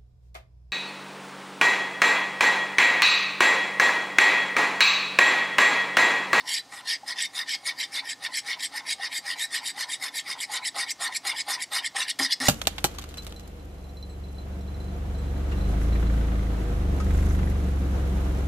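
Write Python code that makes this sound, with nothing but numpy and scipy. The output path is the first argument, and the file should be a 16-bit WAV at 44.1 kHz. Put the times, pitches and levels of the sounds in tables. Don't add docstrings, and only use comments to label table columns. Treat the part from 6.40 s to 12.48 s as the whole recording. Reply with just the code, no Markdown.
import sys
import numpy as np
from scipy import signal
from scipy.fft import rfft, irfft, next_fast_len
from scipy.io import wavfile
from scipy.ndimage import map_coordinates

SR = 44100
rng = np.random.default_rng(int(sys.argv[2]) if len(sys.argv) > 2 else 0)


def digitize_waveform(pressure):
    field = np.atleast_2d(pressure).T
    bounded = np.clip(field, -1, 1)
    quanta = np.round(bounded * 32767).astype(np.int16)
    wavfile.write(sys.argv[1], SR, quanta)


N = 268128
SLAP_S = 0.00035


# (start [s], end [s], level [dB], hiss re level [dB], hardest point [0-1 of stroke])
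PUSHES = [(-.06, .005, -33.5, -8, 1), (.31, 0.412, -46.5, -1.5, 0.79), (0.676, 0.734, -32, -7, 0.38),
          (0.951, 1.029, -31, -5, 0.45), (1.257, 1.316, -28.5, -5.5, 0.44),
          (1.53, 1.603, -30.5, -8.5, 0.59), (1.828, 1.872, -30, -10.5, 0.7), (2.058, 2.145, -33, -10, 0.58),
          (2.334, 2.402, -35, -8.5, 0.8), (2.605, 2.672, -31, -13.5, 0.94), (2.855, 2.938, -32.5, -7, 0.78),
          (3.115, 3.195, -32, -5.5, 0.79), (3.368, 3.439, -30, -7.5, 0.93), (3.617, 3.686, -31.5, -5, 0.69),
          (3.866, 3.938, -32.5, -8.5, 0.96), (4.113, 4.184, -31.5, -3, 0.7), (4.364, 4.443, -31, -3, .7),
          (4.608, 4.683, -33, 0.5, 0.57), (4.85, 4.927, -31.5, -3.5, 0.69), (5.082, 5.159, -30, -3.5, 0.71),
          (5.32, 5.398, -28, -5, 0.69), (5.556, 5.644, -29, -5, 0.71), (5.788, 5.868, -28, -6, 0.83),
          (6.003, 6.1, -28, -5.5, 1)]

def pushes(glide_in_s=0.0085, fall_s=0.0052, hiss_lead=0.38):
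    out = np.zeros(N)
    for start, end, db, hiss_db, hardest in PUSHES:
        span, t, progress = stroke(start, end)
        touch = contact(t, start, end, SLAP_S + glide_in_s * gentleness(start), fall_s)
        ring = damped(db + 1, ceiling_db=-31.5) * touch * swell(progress, hardest) ** 0.12
        rasp = amp(db) * touch * swell(progress, hardest) ** 0.59
        hiss = amp(db + hiss_db) * touch * swell(progress, hardest - hiss_lead) ** 1.17
        out[span] += scrape(progress, ring, rasp, hiss, pushed=True, sweeps_db_oct=(-11, -4, -2))
    return out


# (start [s], end [s], level [dB], hiss re level [dB], hardest point [0-1 of stroke])
PULLS = [(0.077, 0.198, -28, -6, 0.42), (0.469, 0.557, -28, -10, 0.37), (0.775, 0.861, -28.5, -8.5, 0.63),
         (1.079, 1.16, -30, -9.5, 0.54), (1.385, 1.453, -30, -8, 0.31), (1.657, 1.731, -33.5, -5.5, 0.71),
         (1.929, 1.999, -30, -3, 0.66), (2.196, 2.265, -31, -2.5, 0.77), (2.467, 2.535, -30, -4, 0.72),
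         (2.717, 2.788, -31.5, -2, 0.82), (2.975, 3.059, -34, -0.5, 0.69), (3.239, 3.307, -32, -3, 0.61),
         (3.494, 3.556, -32.5, -1, .5), (3.748, 3.806, -31.5, -1, 0.44), (3.998, 4.051, -31.5, -2, 0.33),
         (4.241, 4.29, -29.5, -2.5, 0.66), (4.474, 4.519, -29, -4, 1), (4.728, 4.775, -30, -2, 0.89),
         (4.953, 5.018, -30, -7, 0.67), (5.2, 5.241, -31.5, -1.5, 0.79), (5.439, 5.478, -30, -4, 0.59),
         (5.68, 5.714, -25, -6, 0.71), (5.905, 5.941, -21.5, -11.5, 0.51)]

def pulls(rise_s=0.011, fall_s=0.006, flick_s=0.002, ring_lead_s=0.018):
    out = np.zeros(N)
    for start, end, db, hiss_db, hardest in PULLS:
        span, t, progress = stroke(start, end)
        hard = effort(start)
        release_s = fall_s * (1 - hard) + flick_s * hard
        touch = contact(t, start, end, rise_s, release_s)
        early_touch = contact(t, start - ring_lead_s * hard ** 2, end, rise_s, release_s)
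        ring = damped(db, ceiling_db=-35) * early_touch
        rasp = amp(db) * touch * swell(progress, hardest) ** 0.53
        hiss = amp(db + hiss_db) * touch * swell(progress, hardest) ** 1.04
        out[span] += scrape(progress, ring, rasp, hiss, pushed=False, sweeps_db_oct=(25, 21 * hard, -14))
    return out


# (low [Hz], high [Hz])
WALL_BANDS = [(1680, 2600), (2600, 6400), (6400, 15000)]

def scrape(progress, ring, rasp, hiss, pushed, sweeps_db_oct, spots=5):
    size = len(progress)
    friction = slips(size, rate_hz=2400, spread_db=2.5, noise=0.54,
                     catch_hz=230, catch_gain=1.47, catch_s=0.0025)
    out = np.zeros(size)
    for drive, band, sweep in zip((ring, rasp, hiss), WALL_BANDS, sweeps_db_oct):
        for place in np.linspace(0, 1, spots):
            distance = abs(np.clip(progress, 0, 1) - place) * (spots - 1)
            share = np.sqrt(np.maximum(0, 1 - distance))
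            response = wall_spot(band, pushed, tilt_db_oct=sweep * (place - 0.5))
            out += signal.fftconvolve(drive * friction * share, response)[:size]
    out += amp(0.5) * bubbles(rasp, rate_hz=90, centre_hz=4416, scatter=0.165, life_cycles=19)
    out += amp(-2.5) * bubbles(hiss, rate_hz=160, centre_hz=9850, scatter=0.17, life_cycles=34)
    return out


# (frequency [Hz], width [Hz], pushed gain [dB], pulled gain [dB])
WALL_MODES = [(1866, 213, 7.5, 4), (1910, 295, 5.5, 0.5), (2167, 325, 0, 2.5), (2178, 165, 3, -2.5),
              (2896, 264, -7.5, -7.5), (3216, 450, -12.5, -1.5), (3617, 122, -1, -1), (3968, 137, -4, 1.5),
              (4366, 107, -5, -4), (4690, 120, -9.5, 1.5), (5062, 480, -1, 2), (5526, 63, -13, 0),
              (5937, 114, -8, -7), (6756, 225, -10, -6.5), (7430, 124, -7.5, -2), (7645, 200, -11, -0.5),
              (8090, 67, -2.5, 0.5), (8600, 170, -5, -17), (9570, 244, -5.5, -5.5), (10010, 1400, -21, -26),
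              (10600, 810, -16, -15), (11380, 230, -13.5, -14), (12100, 280, -40, -25),
              (13170, 220, -20.5, -34), (14800, 500, -34, -86)]

def wall_spot(band, pushed, tilt_db_oct, vary_db=5.5, detune=0.02, width_scale=0.52):
    low_hz, high_hz = band
    modes = []
    for hz, width_hz, push_db, pull_db in WALL_MODES * 2:
        if low_hz < hz < high_hz:
            split_hz = hz * (1 + detune * rng.normal())
            db = (push_db if pushed else pull_db) + tilt_db_oct * np.log2(hz / low_hz)
            modes.append((split_hz, width_scale * width_hz, db + vary_db * rng.normal()))
    bandpass = signal.butter(2, band, "band", fs=SR, output="sos")
    response = signal.sosfilt(bandpass, ringing(modes, size=1024))
    return response / np.linalg.norm(response)


# (frequency [Hz], width [Hz], gain [dB], strongest at [0-1 of turn])
BOTTOM_MODES = [(258, 36, -22.5, 0.93), (644, 430, -8, 1), (803, 46, 2.5, 0.95), (823, 135, 4.5, 0.36),
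                (1025, 56, 3.5, 0.3), (1275, 238, 4, 0.2), (1473, 1170, 2.5, 0.24), (1813, 72, 3.5, 0.64),
                (2030, 210, -4, 0.22), (3900, 1200, 0, 0.08), (4900, 100, -0.5, 0.75),
                (8800, 150, -2, 0.72)]

def tip(focus_db=8.5, muffle_hz=9000):
    edges_s = np.sort(np.array(PUSHES + PULLS)[:, :2].ravel())
    turn = np.interp(np.arange(N) / SR, edges_s, np.arange(len(edges_s)) / 4)
    force = np.hypot(drag(), shake(PULLS, share_db=-9, ceiling_db=-42, weight_db=-9, width=0.45))
    force *= slips(N, rate_hz=810, spread_db=2.5, noise=0.95, catch_hz=50, catch_gain=2.9, catch_s=0.017)
    gains = np.array([amp(db + focus_db * np.cos(2 * np.pi * (turn - strongest)))
                      for _, _, db, strongest in BOTTOM_MODES])
    gains /= np.linalg.norm(gains, axis=0)
    rub = np.zeros(N)
    for k, (hz, width_hz, _, _) in enumerate(BOTTOM_MODES):
        rub += (-1) ** k * signal.fftconvolve(force * gains[k], ringing([(hz, width_hz, 0)]))[:N]
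    return filtered(rub, lambda hz: 1 / np.hypot(1, (hz / muffle_hz) ** 2))


def drag(base_db=-46.5, weight_db=16, graze_db=-57, lead_s=0.019, glide_in_s=0.0079, lift_s=0.0047):
    t = np.arange(N) / SR
    force = amp(graze_db) * (1 - effort(t))
    starts = [start for start, *_ in PUSHES]
    lifts = [end for _, end, *_ in PULLS] + [starts[-1] + np.median(np.diff(starts))]
    for start, lift in zip(starts, lifts):
        progress = np.clip((t - start) / (lift - start), 0, 1)
        fade_db = (8 + 15 * effort(start)) * progress
        gentle = gentleness(start)
        touch = contact(t, start - lead_s * gentle, lift, SLAP_S + glide_in_s * gentle, lift_s)
        force += amp(base_db + weight_db * weight(start) - fade_db) * touch
    return force


def hollow(low_hz=1000, high_hz=1700):
    force = shake(PUSHES, share_db=-6, ceiling_db=-41, weight_db=4.5, width=0.33)
    force *= slips(N, rate_hz=1500, spread_db=3, noise=0.7, catch_hz=120, catch_gain=1.3, catch_s=0.0036)
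    modes = [(hz, width_hz, db) for hz, width_hz, db, _ in BOTTOM_MODES if low_hz < hz < high_hz]
    return signal.fftconvolve(force, ringing(modes))[:N]


def shake(strokes, share_db, ceiling_db, weight_db, width):
    force = np.zeros(N)
    for start, end, db, *_ in strokes:
        span, _, progress = stroke(start, end)
        peak = damped(db + share_db, ceiling_db + weight_db * weight(start))
        force[span] += peak * np.exp(-((progress - 0.5) / width) ** 2)
    return force


# (time [s], effort [0-1])
EFFORT = [(0, 0), (0.8, 0), (1.3, 0), (2.1, 0.01), (2.7, 0.06), (3.4, 0.04), (3.9, 0.12), (4.2, 0.79),
          (5.1, 0.79), (5.55, 0.87), (5.76, 1)]

def effort(time_s):
    return np.interp(time_s, *np.transpose(EFFORT))


def gentleness(time_s):
    return 1 - effort(time_s) ** 4


def weight(time_s):
    return np.tanh(effort(time_s) / 0.44)


def stroke(start_s, end_s):
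    span = np.arange(max(0, int(start_s * SR) - SR // 10), min(N, int(end_s * SR) + SR // 10))
    t = span / SR
    return span, t, (t - start_s) / (end_s - start_s)


def contact(t, start_s, end_s, rise_s, fall_s):
    press = (1 + np.tanh((t - start_s) / (2 * rise_s))) / 2
    lift = (1 + np.tanh((end_s - t) / (2 * fall_s))) / 2
    return press * lift


def swell(progress, peak_at):
    return 1 / (1 + (2 * (np.clip(progress, -0.4, 1.4) - peak_at)) ** 2)


def damped(db, ceiling_db):
    return 1 / np.hypot(amp(-db), amp(-ceiling_db))


def slips(size, rate_hz, spread_db, noise, catch_hz, catch_gain, catch_s):
    hits = (rng.random(size) < rate_hz / SR) * rng.choice([-1, 1], size)
    hits = hits * amp(spread_db * np.clip(rng.standard_normal(size), -2, 2))
    catches = (rng.random(size) < catch_hz / SR).astype(float)
    bursts = signal.lfilter([1], [1, -np.exp(-1 / (catch_s * SR))], catches)
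    grain = unit(hits) + noise * rng.standard_normal(size)
    return unit(grain * np.sqrt(1 + catch_gain ** 2 * bursts))


# (time [s], length [s], base level [dB], knock level [dB], thump [Hz])
JUDDERS = [(5.791, 0.052, -33.5, -6, 268), (6.002, 0.1, -34.5, -9, 258.3)]
# (frequency [Hz], width [Hz], gain [dB])
BENCH_MODES = [(148, 80, -7.5), (343, 16, 8), (517, 540, -4.5), (840, 270, 0.5)]

def judder():
    out = np.zeros(N + SR)
    t = np.arange(SR // 2) / SR
    rocking = (1 - np.exp(-t / 0.018)) * np.exp(-t / 0.026)
    wall_ring = ringing([(hz, width_hz, push_db) for hz, width_hz, push_db, _ in WALL_MODES])
    for start, length_s, db, knock_db, thump_hz in JUDDERS:
        size = int(length_s * SR)
        hops = slips(size, rate_hz=250, spread_db=0.5, noise=0.4,
                     catch_hz=90, catch_gain=1, catch_s=0.0042)
        fade = amp(db + np.linspace(-2, -14, size))
        chatter = signal.fftconvolve(fade * hops, ringing(BENCH_MODES))
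        thump = amp(db + 12) * rocking * np.sin(2 * np.pi * thump_hz * t + 0.62 * wobble(69, len(t)))
        knock = amp(knock_db) * wall_ring
        for part in (chatter, thump, knock):
            out[int(start * SR):][:len(part)] += part
    return out[:N]


# (time [s], level [dB], pitch [Hz], decay [s])
CATCH_RINGS = [(.632, -26, 793, 0.0064), (.821, -15, 5300, 0.0014), (.824, -16.5, 7940, 0.0033),
               (2.338, -31.5, 820, 0.012), (2.597, -28, 768, 0.01), (3.372, -26.5, 810, 0.0057),
               (4.097, -23, 807, 0.0045), (4.257, -18.5, 5200, 0.0033), (4.507, -16, 5150, 0.0016),
               (5.924, -17, 4740, 0.0032), (5.93, -13, 4360, 0.0029), (5.936, -10, 5000, 0.0015)]

def catch_rings(size=2048):
    out = np.zeros(N + size)
    for start, db, hz, decay_s in CATCH_RINGS:
        out[int(start * SR):][:size] += amp(db) * ping(hz, decay_s, size, rise_cycles=3.1)
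    return out[:N]


def bubbles(drive, rate_hz, centre_hz, scatter, life_cycles, size=600):
    onsets = np.flatnonzero(rng.random(len(drive)) < rate_hz / SR)[:, None]
    pitch, loudness = np.clip(rng.standard_normal((2, len(onsets), 1)), -2, 2)
    hz = centre_hz * np.exp(scatter * pitch)
    pings = drive[onsets] * amp(2 * loudness) * ping(hz, life_cycles / hz, size, rise_cycles=0.33)
    samples = onsets + np.arange(size)
    return np.bincount(samples.ravel(), pings.ravel(), len(drive))[:len(drive)]


def ping(hz, decay_s, size, rise_cycles, glide=0.016):
    t = np.arange(size) / SR
    envelope = (1 - np.exp(-hz * t / rise_cycles)) * np.exp(-t / decay_s)
    return envelope * np.sin(2 * np.pi * hz * t * (1 + glide * t / decay_s))


# (frequency [Hz], T60 [s])
ROOM_T60 = [(200, 0.31), (2000, 0.3), (6000, 0.2), (14000, 0.051)]

def room(x):
    hz, t, spectrum = signal.stft(rng.standard_normal(SR // 2), SR, nperseg=256)
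    decay = amp(-60 * t / log_interp(ROOM_T60, hz)[:, None])
    _, tail = signal.istft(spectrum * decay, SR, nperseg=256)
    tail = np.pad(tail, (SR // 200, 0))
    return signal.fftconvolve(x, tail / np.linalg.norm(tail))[:N]


# (frequency [Hz], relative density [dB])
AIR_SPECTRUM = [(25, -30), (55, -19), (100, -8.5), (160, -5), (220, -4), (275, 2), (400, -6.5), (800, 0),
                (2000, -11.5), (6000, -9), (15000, -28)]
# (frequency [Hz], rms level [dB])
HUM_TONES = [(60, -83), (120, -76.5), (180, -77), (277, -70)]

def workshop(air_db=-55):
    t = np.arange(N) / SR
    air = filtered(rng.standard_normal(N), lambda hz: amp(log_interp(AIR_SPECTRUM, hz)))
    hum = sum(amp(db) * np.sqrt(2) * np.sin(2 * np.pi * hz * t + 0.087 * wobble(3.01, N))
              for hz, db in HUM_TONES)
    return amp(air_db) * unit(air) + hum


def ringing(modes, size=4096):
    f = np.fft.rfftfreq(size, 1 / SR)
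    spectrum = sum((-1) ** k * amp(db) * 1j * f * width_hz / (hz * hz - f * f + 1j * f * width_hz)
                   for k, (hz, width_hz, db) in enumerate(modes))
    response = irfft(spectrum)
    return response / np.linalg.norm(response)


def amp(db):
    return 10 ** (np.asarray(db) / 20)


def unit(x):
    return x / np.sqrt(np.mean(x ** 2) + 1e-20)


def log_interp(points, hz):
    knots_hz, values = np.transpose(points)
    return np.interp(np.log(hz + 1), np.log(knots_hz + 1), values)


def wobble(rate_hz, size):
    knots = rng.standard_normal(int(size * rate_hz / SR) + 4)
    return map_coordinates(knots, [np.arange(size) * rate_hz / SR])


def filtered(x, response):
    size = next_fast_len(N + SR // 2)
    return irfft(rfft(x, size) * response(np.fft.rfftfreq(size, 1 / SR)), size)[:N]


def scene(room_db=-20.5):
    tin = pushes() + pulls() + tip() + hollow() + judder() + catch_rings()
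    highpass = signal.butter(2, 70, "high", fs=SR, output="sos")
    tin = signal.sosfilt(highpass, tin)
    mono = tin + amp(room_db) * room(tin) + workshop()
    return np.array([mono, mono])


def record(dry, cutoff_hz=15700):
    return np.array([filtered(channel, lambda hz: hz < cutoff_hz) for channel in dry])


dry = scene()
out = record(dry)
digitize_waveform(out)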